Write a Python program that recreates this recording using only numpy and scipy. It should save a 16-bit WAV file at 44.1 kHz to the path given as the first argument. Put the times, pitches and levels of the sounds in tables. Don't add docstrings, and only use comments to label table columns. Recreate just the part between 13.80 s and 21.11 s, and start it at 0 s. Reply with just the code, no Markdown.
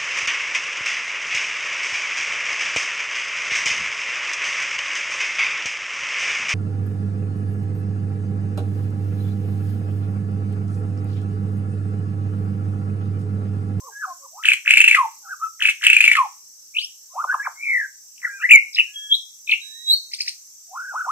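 import sys
import numpy as np
from scipy import signal
from scipy.fft import rfft, irfft, next_fast_len
from scipy.io import wavfile
from scipy.ndimage import uniform_filter1d

SR = 44100
rng = np.random.default_rng(int(sys.argv[2]) if len(sys.argv) > 2 else 0)


def bounce(signal):
    frames = np.transpose(np.atleast_2d(signal))
    limited = np.clip(frames, -1, 1)
    pcm = np.round(limited * 32767).astype(np.int16)
    wavfile.write(sys.argv[1], SR, pcm)


N = 322371
EDGE_HZ = 15600
FLICK_HALF = 400


# pitch_hz, level_db
AIRFLOW_SPECTRUM = [(1500, -30), (2500, 0), (4000, -14), (9000, -6), (15000, -16)]


def bird():
    song = whistled_song()
    low_weighted = uniform_filter1d(song, size=11)
    effort = np.sqrt(abs(uniform_filter1d(low_weighted ** 2, size=200)))
    hiss = amp(-32) * effort * coloured(AIRFLOW_SPECTRUM)
    return song + rattles() + rasp() + ticks() + hiss


# time_s, pitch_hz, level_db
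FREE_WHISTLES = [
    [(0.125, 1607, -44.5), (0.215, 1717, -35.5), (0.24, 1481, -23.5), (0.257, 1038, -28)],
    [(0.53, 616, -57), (0.575, 859, -43), (0.6, 1268, -39.5), (0.62, 1342, -41.5), (0.635, 1197, -73)],
    [(1.45, 1518, -48.5), (1.475, 1248, -41.5), (1.51, 1619, -34.5), (1.53, 1482, -26.5),
     (1.548, 1125, -45)],
    [(2.958, 2178, -33.5), (2.971, 2660, -15.5), (2.976, 3400, -38)],
    [(2.983, 2770, -23), (2.987, 2876, -10.5), (2.993, 3536, -29.5), (2.999, 4500, -22)],
    [(3.005, 4260, -29), (3.012, 4520, -35.5), (3.02, 4820, -26)],
    [(3.034, 5090, -35), (3.042, 5450, -39), (3.05, 5550, -17)],
    [(3.598, 1622, -22.5), (3.628, 1723, -34), (3.64, 2194, -40), (3.655, 2390, -27.5)],
    [(4.44, 989, -49), (4.449, 2080, -19), (4.458, 1757, -15)],
    [(4.466, 1536, -29.5), (4.481, 1340, -30)],
    [(4.5, 2314, -56.5), (4.575, 2470, -46.5), (4.605, 2310, -54.5), (4.615, 2427, -33.5),
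     (4.632, 2944, -33.5)],
    [(4.6, 1475, -34), (4.62, 1218, -42.5), (4.645, 1897, -14), (4.665, 2120, -17.5)],
    [(4.704, 1734, -22), (4.711, 2458, 1.5), (4.716, 2890, -4.5), (4.724, 2453, -2.5), (4.76, 2195, -3.5),
     (4.793, 2084, -25)],
    [(4.983, 1872, -23.5), (4.988, 2732, -7), (4.992, 3030, -14.5), (5.0, 2710, -6.5), (5.01, 2495, -19.5),
     (5.016, 2150, -36)],
    [(5.68, 4086, -43), (5.69, 3330, -30), (5.693, 2627, -23), (5.696, 2440, -8.5), (5.701, 2340, -25)],
    [(5.712, 4355, -28.5), (5.72, 2692, -9.5), (5.727, 2094, -15.5), (5.736, 2690, -12),
     (5.745, 2890, -17.5)],
    [(7.14, 730, -34), (7.165, 1273, -24), (7.19, 1562, -29), (7.2, 1290, -26.5), (7.212, 1548, -21.5),
     (7.232, 1200, -36)],
]


def whistled_song():
    song = np.zeros(N)
    curves = FREE_WHISTLES + simple_notes() + plunges() + held_notes() + warbles() + rattle_closers()
    for rows in curves:
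        add(song, *whistle(rows))
    for rows in buzzy_chirps():
        add(song, *whistle(rows, buzzy=True))
    return song


# start_s, turn_s, end_s, start_hz, turn_hz, end_hz, turn_level_db
SIMPLE_NOTES = [(0.012, 0.062, 0.115, 580, 514, 414, -55.5), (0.014, 0.074, 0.105, 1010, 1150, 757, -39),
                (0.256, 0.283, 0.33, 785, 751, 680, -39), (0.27, 0.307, 0.33, 1143, 1062, 1054, -33),
                (0.421, 0.449, 0.47, 1056, 1147, 870, -41.5), (0.396, 0.445, 0.465, 564, 544, 516, -55.5),
                (1.114, 1.128, 1.18, 2703, 2676, 2284, -20), (1.419, 1.455, 1.53, 919, 790, 753, -53.5),
                (1.614, 1.633, 1.675, 1170, 1328, 1279, -20.5),
                (2.363, 2.378, 2.395, 2576, 2528, 2280, -23), (3.017, 3.038, 3.052, 2176, 3023, 3480, -28),
                (3.308, 3.329, 3.365, 1017, 1075, 1431, -51.5),
                (3.355, 3.401, 3.425, 660, 1205, 1476, -21.5),
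                (3.489, 3.498, 3.535, 1523, 1460, 1757, -17.5), (4.475, 4.489, 4.59, 1784, 1647, 1570, -33),
                (5.07, 5.244, 5.32, 1678, 1688, 1660, -50), (5.826, 5.997, 6.09, 1630, 1870, 1934, -55),
                (7.241, 7.248, 7.268, 1526, 1482, 1154, -27.5), (7.267, 7.296, 7.32, 668, 1147, 1554, -20)]
ONSET_DB, ENDING_DB = -15, -8.5


def simple_notes():
    return [[(start, start_hz, db + ONSET_DB), (turn, turn_hz, db), (end, end_hz, db + ENDING_DB)]
            for start, turn, end, start_hz, turn_hz, end_hz, db in SIMPLE_NOTES]


# time_s of the loudest point, top_hz, level_db at that point
PLUNGE_TABLE = [(3.443, 1500, -15), (3.545, 1760, -12), (3.672, 2378, -17.5)]
LOUDEST_HZ, BOTTOM_HZ, FALL_HZ_PER_S = 1217, 580, 62000
TOP_DB, BOTTOM_DB = -22.5, -20


def plunges():
    curves = []
    for s, top_hz, db in PLUNGE_TABLE:
        points = [(top_hz, TOP_DB), (LOUDEST_HZ, 0), (BOTTOM_HZ, BOTTOM_DB)]
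        curves.append([(s + (LOUDEST_HZ - hz) / FALL_HZ_PER_S, hz, db + under_db)
                       for hz, under_db in points])
    return curves


# start_s, loudest_s, end_s, held_hz, top_hz, accent_level_db, end_level_db
HELD_TABLE = [(5.158, 5.327, 5.355, 3296, 4100, -27, -16), (5.815, 6.104, 6.145, 3842, 4420, -37.5, -10)]
HELD_DB, SWELL_DB = -37, -9.5
ACCENT_S, SWELL_S = 0.025, 0.044


def held_notes():
    curves = []
    for start, loudest, end, hz, top_hz, accent_db, end_db in HELD_TABLE:
        bend_hz = hz + 0.368 * (top_hz - hz)
        curves.append([(start, hz, accent_db), (start + ACCENT_S, hz, HELD_DB),
                       (loudest - SWELL_S, hz, HELD_DB), (loudest, hz, SWELL_DB),
                       ((loudest + end) / 2, bend_hz, SWELL_DB - 7.5), (end, top_hz, end_db)])
    return curves


# (time_s, pitch_hz, level_db)
WARBLE_TABLE = [(70.2, 56, [(3.76, 2100, -55), (3.84, 2345, -26.5), (3.92, 2156, -21.5), (3.97, 1967, -19),
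                (4.065, 1544, -33)]), (53.9, 22, [(6.895, 678, -58.5), (6.94, 775, -38.5),
                (6.98, 1363, -29), (7.06, 1563, -35.5), (7.11, 1545, -31.5), (7.14, 1115, -42)])]
WARBLE_SHARE, WARBLE_GROWS_S = 0.044, 0.03


def warbles():
    curves = []
    for first_per_s, last_per_s, rows in WARBLE_TABLE:
        start, end = rows[0][0], rows[-1][0]
        curve = []
        for s, hz, db in rows:
            rate = np.interp(s, [start, end], [first_per_s, last_per_s])
            depth_hz = WARBLE_SHARE * hz * min((s - start) / WARBLE_GROWS_S, 1) ** 2
            curve.append((s, hz, db, rate, depth_hz))
        curves.append(curve)
    return curves


# start_s, last_pitch_hz, last_level_db
CLOSER_TABLE = [(1.164, 852.6, -21.5), (2.366, 782, -30.5)]
# after_start_s, pitch_hz, level_db
CLOSER_SHAPE = [(0, 1401, -25), (0.028, 1115, -12), (0.054, 1000, -19.5), (.064, 974, -28)]
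CLOSER_S = .1


def rattle_closers():
    return [np.add(CLOSER_SHAPE + [(CLOSER_S, hz, db)], (s, 0, 0)) for s, hz, db in CLOSER_TABLE]


# time_s, level_db added to the shape
CHIRPS = [(6.342, -27.5), (6.413, -22.5), (6.487, -23)]
# from_chirp_time_s, pitch_hz, level_db
CHIRP_SHAPE = [(-.011, 1922, -11), (-.005, 2460, -3), (0, 3050, -15), (.004, 3880, -6), (.007, 4450, 9.5)]


def buzzy_chirps():
    return [np.add(CHIRP_SHAPE, (s, 0, db)) for s, db in CHIRPS]


# pitch_hz, level_db
BEAK_OVERTONES = [(900, -56), (1250, -44), (1550, -54), (2000, -48), (3300, -44), (4000, -23)]
# overtone_hz, level_db
CHIRP_OVERTONES = [(3900, -12), (5000, 5), (6200, 0), (7200, -22), (8400, -18), (9300, 9), (10500, -12),
                   (13000, -24)]
FORCED_DB, FORCED_SLOPE = -11, .7
SHIVER_HZ, RAGGED_S = 5, .0007


def whistle(rows, buzzy=False):
    s, *columns = np.transpose(rows)
    t = np.arange(s[0] - .004, s[-1] + 0.0031, 1 / SR)
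    hz, db, *warble = (uniform_filter1d(np.interp(t, s, c), size=90, mode="nearest") for c in columns)
    if warble:
        rate, depth_hz = warble
        swing = 2 * np.pi * np.cumsum(rate) / SR
        hz = hz + depth_hz * np.sin(swing)
        db = db + .012 * depth_hz * np.cos(swing)
    shiver, flutter = (evened(uniform_filter1d(uniform_filter1d(n, size=120), size=120))
                       for n in rng.standard_normal((len(t), 2)).T)
    glide_hz_per_s = abs(np.gradient(hz)) * SR
    shaky_hz = hz + (SHIVER_HZ + RAGGED_S * glide_hz_per_s) * shiver
    phase = 2 * np.pi * (np.cumsum(shaky_hz) / SR + rng.random())
    upper = 0
    for k in (2, 3):
        overtone_db = read(CHIRP_OVERTONES, k * hz) if buzzy else read(BEAK_OVERTONES, hz)
        tilt_db = (k - 2.5) * FORCED_SLOPE * np.minimum(db - FORCED_DB, 0)
        upper = upper + amp(overtone_db + tilt_db) * np.sin(k * phase) * (k * hz < EDGE_HZ)
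    edges = np.clip(np.minimum(t - t[0], t[-1] - t) / .008, 0, 1)
    fade = np.sin(edges * np.pi / 2) ** 2
    return t[0], np.sqrt(2) * amp(db + 0.96 * flutter) * (np.sin(phase) + upper) * fade


# time_s, level_db before the boost of each stroke, centre_hz
RATTLE_BEATS = [(0.656, -12.5, 2800), (0.6886, -3.5, 2576), (0.72, -8.5, 2392), (0.879, -8.5, 2423),
                (0.909, -2, 2473), (0.94, -3, 2557), (0.9738, -1, 2475), (1.006, -2, 2567),
                (1.0437, -3, 2607), (1.0801, -3, 2615), (1.114, -4.5, 2360), (1.1492, -7, 2000),
                (1.824, -12, 2840), (1.856, -7, 2524), (1.8894, -8.5, 2484), (2.0391, -13.5, 2675),
                (2.0691, -1.5, 2725), (2.102, -2, 2484), (2.133, -1.5, 2623), (2.1683, -1.5, 2497),
                (2.208, -3.5, 2387), (2.243, -2.5, 2577), (2.28, -2.5, 2363), (2.3167, -4, 2183),
                (2.3545, -11.5, 1967)]
PAUSE_S = .08
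SWEEP_HZ_PER_MS, FLATTENS_S = -240, .11
SWEEP_SPREAD_HZ_PER_MS, SHORTEST = 60, .45
DOUBLE_S = 0.0025
LOWER_VOICE_DB, LOWER_HEAD_DB = -21, -0.5


def rattles():
    beats = np.zeros(N)
    first = last = 0
    for s, db, hz in RATTLE_BEATS:
        if s - last > PAUSE_S:
            first = s
        last = s
        fresh = np.exp(-(s - first) / FLATTENS_S)
        worn = 1 - fresh
        begin = s - FLICK_HALF / SR
        sweep = SWEEP_HZ_PER_MS * fresh
        uneven_sweep = sweep + SWEEP_SPREAD_HZ_PER_MS * worn * rng.standard_normal()
        ms = rng.uniform(.8, 1.3) * (SHORTEST + (1 - SHORTEST) * fresh)
        add(beats, begin - worn * DOUBLE_S / 2, flick(db + 3.5, hz, uneven_sweep, ms))
        second_sweep = SWEEP_SPREAD_HZ_PER_MS * rng.standard_normal()
        add(beats, begin + DOUBLE_S / 2, worn * flick(db + 2, hz, second_sweep, 2 * SHORTEST))
        lead = -sweep * 3.3e-5
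        lower = flick(LOWER_VOICE_DB + LOWER_HEAD_DB * fresh, 1750, -130, 1 + 1.2 * fresh)
        add(beats, begin - lead, lower)
    return beats


# pitch_hz, level_db
RASP_SPECTRUM = [(700, -47.5), (1400, -26.5), (2100, -8), (2500, -2), (2950, -8), (3700, -21), (5500, -28),
                 (7500, -22), (13400, -39)]


def rasp():
    strokes = np.zeros(N)
    stroke = amp(-60 * np.arange(1400) / SR / .2) * np.hanning(2800)[1400:] ** .3
    for s, _, _ in RATTLE_BEATS:
        add(strokes, s, stroke)
    unevenness = amp(5 * drift(400))
    return amp(-19) * uniform_filter1d(strokes, size=130) * coloured(RASP_SPECTRUM) * unevenness


# time_s, level_db, centre_hz, sweep_hz_per_ms, length_ms
TICK_TABLE = [(4.381, -40.5, 2750, -250, 0.45), (4.419, -41, 2170, -200, 1.5), (4.95, -21, 5110, -68, 2.2),
              (4.959, -25, 3850, -150, 2.9), (4.962, -31, 2464, -86, 1.5)]


def ticks():
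    out = np.zeros(N)
    for s, *tick in TICK_TABLE:
        add(out, s - FLICK_HALF / SR, flick(*tick))
    return out


def flick(db, hz, sweep, ms):
    from_peak_ms = np.arange(-FLICK_HALF, FLICK_HALF) / SR * 1000
    pitch = np.clip(hz + sweep * from_peak_ms, 600, 6000)
    shape = np.hanning(len(from_peak_ms)) / np.cosh(from_peak_ms / ms)
    return np.sqrt(2) * amp(db) * np.sin(2 * np.pi * (np.cumsum(pitch) / SR + rng.random())) * shape


# pitch_hz, left_over_right_db
SIDE_TILT = [(1000, -0.5), (2500, 2.3), (8000, 0.5)]
# pitch_hz, decay_s
TRUNK_DECAY = [(700, 0.28), (1300, 0.3), (2500, 0.29), (3500, 0.36), (6000, 0.4)]
EARLY_S, LAG_S = 768 / SR, 4 / SR


def forest(x, early_db=-13.5, near_db=-11.5, tail_db=-12, shared=.4):
    size = next_fast_len(N + SR)
    hz = np.fft.rfftfreq(size, 1 / SR)
    taps = np.zeros((2, SR // 2 * 2))
    at = np.arange(80, SR - 20, 20) + rng.integers(0, 20, (2, (SR - 81) // 20))
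    np.put_along_axis(taps, at, rng.choice([-1., 1.], at.shape), 1)
    taps[1] = shared * taps[0] + np.sqrt(1 - min(shared, 1) ** 2) * taps[1]
    near = taps * amp(-60 * np.arange(taps.shape[1]) / SR / 0.12)
    f, t, z = signal.stft(taps, SR, nperseg=256)
    tail_decay = amp(-60 * t / read(TRUNK_DECAY, f)[:, None])
    tail = signal.istft(z * tail_decay, SR, nperseg=256)[1]
    echoes = sum(amp(db) * rfft(taps_in / np.linalg.norm(taps_in[0]), size)
                 for db, taps_in in ((near_db, near), (tail_db, tail)))
    bias = read(SIDE_TILT, hz) / 2
    sides = np.array([amp(bias), amp(-bias) * np.exp(2j * np.pi * hz * LAG_S)])
    twice = 1 + amp(early_db) * np.exp(2j * np.pi * hz * EARLY_S)
    return irfft(rfft(x, size) * twice * sides * (1 + echoes), size)[:, :N]


# centre_hz, width_hz at half amplitude, level_db before the final gain
CICADA_CHOIRS = [(5530, 300, -56.5), (6090, 540, -51), (7560, 1200, -53.5), (12250, 990, -59)]


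def cicadas():
    out, hz = np.zeros((2, N)), np.fft.rfftfreq(N, 1 / SR)
    for centre_hz, width_hz, db in CICADA_CHOIRS:
        bell = 1 / (1 + ((hz - centre_hz) / (width_hz / 2)) ** 2)
        band = irfft(rfft(rng.standard_normal((2, N))) * bell, N)
        throb_hz = 29 * (1 + 0.15 * drift(1.3))
        throb = np.sin(2 * np.pi * np.cumsum(throb_hz) / SR)
        out += evened(band) * amp(db + 2.2 * throb + 1.2 * drift(1.5))
    return out * 1.1


# pitch_hz, level_db per Hz
HUSH_SPECTRUM = [(30, -39), (60, -31), (250, -31.5), (1000, -34), (1700, -35), (3400, -35), (6000, -11),
                 (7700, -16), (8800, -24), (12200, -25.5), (15600, -23.5)]
HUSH_DB = -50


def hush():
    frames, hz = N // 256 + 5, np.fft.rfftfreq(1024, 1 / SR)
    real, imaginary, patches = rng.standard_normal((frames, 513, 2, 3)).T
    patches = uniform_filter1d(patches, size=10, axis=1)
    patches = evened(uniform_filter1d(patches, size=12, axis=2))
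    z = (real + 1j * imaginary) * amp(read(HUSH_SPECTRUM, hz)[:, None] + 3.0 * patches)
    return amp(HUSH_DB) * evened(signal.istft(z, nperseg=1024, noverlap=768)[1][:, :N])


def coloured(points):
    colour = amp(read(points, np.fft.rfftfreq(N, 1 / SR)))
    return evened(irfft(rfft(rng.standard_normal(N)) * colour, N))


def drift(per_s):
    knots = np.arange(0, N / SR + 1, 1 / per_s)
    curve = np.interp(np.arange(N) / SR, knots, rng.standard_normal(len(knots)))
    return evened(uniform_filter1d(curve, int(SR / per_s)))


def amp(db):
    return 10 ** (np.asarray(db) / 20)


def evened(x):
    return x / np.sqrt(np.mean(x ** 2) + 1e-20)


def read(points, hz):
    f, value = np.transpose(points)
    return np.interp(np.log(hz + 1), np.log(f + 1), value)


def add(mix, s, sound):
    part = mix[round(s * SR):][:len(sound)]
    part += sound[:len(part)]


def scene():
    return forest(bird()) + cicadas() + hush()


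def record(dry):
    clipped = np.clip(dry, -1, 1)
    low_pass = signal.firwin(511, EDGE_HZ, window=("kaiser", 9), fs=SR)
    return signal.oaconvolve(clipped, low_pass[None], "same")


dry = scene()
out = record(dry)
bounce(out)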